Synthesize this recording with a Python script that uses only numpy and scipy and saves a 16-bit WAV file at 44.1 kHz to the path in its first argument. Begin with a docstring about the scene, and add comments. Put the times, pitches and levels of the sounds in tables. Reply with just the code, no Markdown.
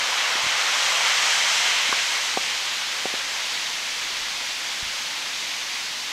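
"""A lake shore, heard from the bank above: water washes through slush and floating ice.
Countless small ice pieces merge into one hiss; a wave swells in it for two seconds and drains away,
while nearer bits tick against each other. Right at the microphone, light air rumbles and puffs,
and the hand-held camera knocks softly a few times and clicks once."""
import sys
import numpy as np
from scipy import signal
from scipy.io import wavfile
from scipy.ndimage import uniform_filter1d

SR = 44100
rng = np.random.default_rng(int(sys.argv[2]) if len(sys.argv) > 2 else 0)


def dump_mix(stems):
    """Bounce the given channels to the path in sys.argv[1] as a 16-bit WAV at rate SR."""
    frames = np.atleast_2d(stems).T  # one column per channel
    limited = np.clip(frames, -1, 1)  # hard clip at full scale
    pcm = np.round(limited * 32767).astype(np.int16)
    wavfile.write(sys.argv[1], SR, pcm)


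N = 269892


def gain_of(db):
    """Decibels to gain."""
    return 10 ** (np.asarray(db) / 20)


def unit_rms(x):
    """Scales to rms 1."""
    return x / np.sqrt(np.mean(x ** 2) + 1e-20)


def unit_peak(x):
    """Scales to peak 1."""
    return x / (abs(x).max() + 1e-20)


def lowpass(x, hz, order=2):
    """Dulls a sound above hz."""
    return signal.sosfilt(signal.butter(order, hz, fs=SR, output="sos"), x)


def bump(distance):
    """A smooth hill of height 1 and half width 1."""
    return np.exp(-distance ** 2)


def curve_at(points, hz, column=1):
    """Reads one column of a spectrum on a log-frequency axis."""
    table = np.array(points, float)
    return np.interp(np.log(hz + 1), np.log(table[:, 0] + 1), table[:, column])


def add(mix, s, sound):
    """Adds a sound at time s."""
    part = mix[round(s * SR):][:len(sound)]
    part += sound[:len(part)]


def patches(shape, size):
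    """Smooth random relief, size = (frames, bins) across."""
    smooth_in_time = uniform_filter1d(rng.standard_normal(shape), size[0], 0)
    return unit_rms(uniform_filter1d(smooth_in_time, size[1], 1))


def swell(t, crest_s, lift_db, build_s, drain_s, ebb_db_per_s, calm_s=5.5):
    """Level of one voice above calm water, in dB: the wave builds and drains over a slow ebb."""
    width_s = np.where(t < crest_s, build_s, drain_s)
    return lift_db * bump((t - crest_s) / width_s) + ebb_db_per_s * (calm_s - t)


# One wave below the bank, in three voices: crest t/s, lift/dB, build/s, drain/s, ebb/(dB/s)
WATER_SLOSH = (1.07, 6.74, 1.5, 1.14, 0.91)
SLUSH_RUSH = (1.7, 5.44, 1.26, 0.59, 0.83)
FINE_ICE_FIZZ = (1.26, 4.86, 0.83, 0.97, 0.5)
# How far each pitch follows those voices: f/Hz, slosh share, rush share, fizz share
VOICE_SHARES = [(333, 0.052, 0.056, 0), (525, 1, 0.028, 0), (1220, 0.93, 0.091, 0.11), (1950, 0.034, 1, 0),
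                (3000, 0, 0.98, 0.067), (4620, 0.014, 0.099, 0.78), (6000, 0.03, 0, 0.96),
                (8160, 0, 0.046, 1.25), (9600, 0, 0, 0.64), (12500, 0, 0, 0.63), (15500, 0, 0, .25)]
# The hiss of the calm shore, from the bank: f/Hz, relative level/dB
CALM_SPECTRUM = [(20, -29), (60, -21.5), (130, -18.5), (250, -14), (400, -13.5), (650, -9.5), (920, -5.5),
                 (1350, -5), (2200, -0.5), (3500, 0), (6300, -4.5), (9300, -18), (12000, -21.5),
                 (15500, -32.5)]
# Wavelets breaking on the wave and in its wake: t/s, half length/s, lift/dB, f/Hz
BREAKING_WAVELETS = [(0.22, 0.09, 2, 1800), (0.58, 0.1, 1.5, 2000), (0.84, 0.1, 1, 6200),
                     (1.098, 0.16, 1.6, 2000), (1.35, 0.084, 1.7, 8000), (1.56, 0.07, 2, 7500),
                     (1.73, 0.074, 1.5, 2600), (2.2, 0.16, 1.0, 8000), (3.33, 0.3, 1.5, 900),
                     (3.42, 0.35, 0.6, 5500)]
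# Broad resonances and hollows in the hiss: f/Hz, half width/Hz, calm level/dB, crest level/dB
HISS_RESONANCES = [(395, 43, -1.3, -3), (710, 85, -1, -0.2), (920, 69, 1, -0.2), (1420, 180, -0.3, 0),
                   (2090, 180, 1.5, 2), (2460, 310, -0.1, -0.5), (3120, 150, 0.5, 1.4),
                   (3600, 130, 0.5, -2), (4590, 290, 1, -1.2), (5760, 560, 0, 0.6)]


def shore_wash(level_db=-24.5, ripple_db=(0.4, 0.33, 0.2)):
    """Far off, ice grains too dense to tell apart merge into a hiss that the wave lifts."""
    t = np.arange(N // 256 + 5) * 256 / SR
    hz = np.fft.rfftfreq(1024, 1 / SR)
    shape = (len(t), len(hz))
    rise_db = np.transpose([swell(t, *voice) for voice in (WATER_SLOSH, SLUSH_RUSH, FINE_ICE_FIZZ)])
    ripples_db = np.array(ripple_db) * patches(rise_db.shape, size=(20, 1))
    shares = [curve_at(VOICE_SHARES, hz, column) for column in (1, 2, 3)]
    field_db = curve_at(CALM_SPECTRUM, hz) + (rise_db + ripples_db) @ shares
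    for s, half_s, db, f in BREAKING_WAVELETS:
        octaves_away = np.log2((hz + 1) / f)
        field_db += db * np.outer(bump((t - s) / half_s), bump(octaves_away))
    # the colour shifts as the wave crests
    crest = unit_peak(rise_db.mean(1))[:, None]
    for f, width, calm_db, crest_db in HISS_RESONANCES:
        field_db += (calm_db + crest * (crest_db - calm_db)) * bump((hz - f) / width)
    field_db += 0.32 * patches(shape, size=(14, 16))  # clumps of slush shift on their own
    field_db += 0.58 * patches(shape, size=(10, 5)) / (1 + (hz / 2500) ** 2)  # low lapping
    field_db += 0.14 * patches((len(t), 1), size=(7, 1))  # the whole hiss flutters
    noise = rng.standard_normal(shape) + 1j * rng.standard_normal(shape)
    hiss = signal.istft((noise * gain_of(field_db)).T, nperseg=1024, noverlap=768)[1][:N]
    return gain_of(level_db) * unit_rms(hiss)


def ice_ticks(calm_db=-47.0, per_s=700, spread_db=6.0, cycles=7, pitches=24):
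    """Nearer the microphone, bits of ice tick against each other, louder as the slush rushes."""
    t, out = np.arange(900) / SR, np.zeros(N)
    strength = gain_of(spread_db * np.minimum(rng.exponential(1, N), 4))
    impacts = strength * (rng.random(N) < per_s / SR)
    piece = rng.integers(0, pitches, N)
    for k, hz in enumerate(np.geomspace(1500, 6500, pitches)):
        age = t * hz / cycles
        tick = age * np.exp(-3 * age) * np.sin(2 * np.pi * hz * t)
        out += signal.oaconvolve(impacts * (piece == k), tick)[:N]
    return gain_of(calm_db + swell(np.arange(N) / SR, *SLUSH_RUSH)) * unit_rms(out)


# Light gusts across the microphone: t/s, half length/s, lift/dB
MIC_GUSTS = [(3.6, 0.35, 5), (4.22, 0.22, 10), (4.87, 0.07, 8)]


def air_rumble(steady_db=-69, cutoff_hz=50):
    """Air moving over the microphone makes a faint rumble that rises with each gust."""
    t = np.arange(N) / SR
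    gust_db = sum(db * bump((t - s) / half_s) for s, half_s, db in MIC_GUSTS)
    rumble = unit_rms(lowpass(rng.standard_normal(N), cutoff_hz))
    return gain_of(steady_db + gust_db) * rumble


# The hand on the camera, right at the microphone: t/s, peak level/dB, low-pass f/Hz
HAND_KNOCKS = [(0.3533, -30, 420), (1.8905, -32, 350), (1.9254, -22.5, 553), (2.3728, -9, 900),
               (3.0549, -14, 730), (3.1384, -23, 620)]
# Modes of the camera's case: f/Hz, relative level/dB, time to fall 60 dB/s
CASE_MODES = [(267, -8, 0.019), (420, 1.5, 0.016), (552, -5.5, 0.034), (760, 4.5, 0.024), (900, -5, .024),
              (1130, 9, 0.037)]


def handling_knocks(low_cut_hz=190):
    """Soft pushes of the hand ring the camera's case briefly; the softer the push, the duller."""
    t, out = np.arange(3000) / SR, np.zeros(N)
    ring = sum(gain_of(db - 60 * t / t60) * np.cos(2 * np.pi * hz * t) for hz, db, t60 in CASE_MODES)
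    ring = signal.sosfilt(signal.butter(2, low_cut_hz, "high", fs=SR, output="sos"), ring)
    for s, db, soft_hz in HAND_KNOCKS:
        add(out, s, -gain_of(db) * unit_peak(lowpass(ring, soft_hz, order=6)))
    return out


# Puffs of air straight onto the microphone: t/s, peak level/dB, rise/s
MIC_PUFFS = [(.434, -40, .0014), (0.4422, -35, 0.00082), (0.465, -32, 0.00077), (4.8277, -33, 0.0015),
             (4.864, -42, 0.0016)]


def air_puffs():
    """Each puff bumps the microphone with one dull dip of pressure and a slow rebound."""
    t, out = np.arange(3000) / SR, np.zeros(N)
    for s, db, rise_s in MIC_PUFFS:
        age = t / rise_s
        pressure = -age ** 2 * (3 - age) * np.exp(-age)
        add(out, s, gain_of(db) * unit_peak(pressure))
    return out


# A small control on the camera, close to the microphone: t/s, ring's peak level/dB, f/Hz
CONTROL_SNAPS = [(1.9264, -11.5, 1130)]


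def control_click(rise_s=0.0013, tick_db=-12, tick_decay_s=0.0005, lead_s=0.00081):
    """The control snaps: a sharp tick, then a short plastic ring with one upper mode."""
    t, out = np.arange(1200) / SR, np.zeros(N)
    for s, db, hz in CONTROL_SNAPS:
        tick = rng.standard_normal(len(t)) * np.exp(-t / tick_decay_s)
        modes = np.sin(2 * np.pi * hz * t) + gain_of(-6) * np.sin(2 * np.pi * 1.25 * hz * t)
        ring = t * np.exp(-t / rise_s) * modes
        add(out, s - lead_s, gain_of(db + tick_db) * unit_peak(tick))
        add(out, s, gain_of(db) * unit_peak(ring))
    return out


def scene():
    """The shore below, with air and handling at the microphone, alike in both channels."""
    mono = shore_wash() + ice_ticks() + air_rumble() + handling_knocks() + air_puffs() + control_click()
    return np.array([mono, mono])


def record(dry, edge_hz=15730):
    """The recorder's band limit cuts off the highest treble."""
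    band_limit = signal.firwin(1023, edge_hz, window=("kaiser", 9), fs=SR)
    return signal.oaconvolve(dry, band_limit[None], "same")


dry = scene()
out = record(dry)
dump_mix(out)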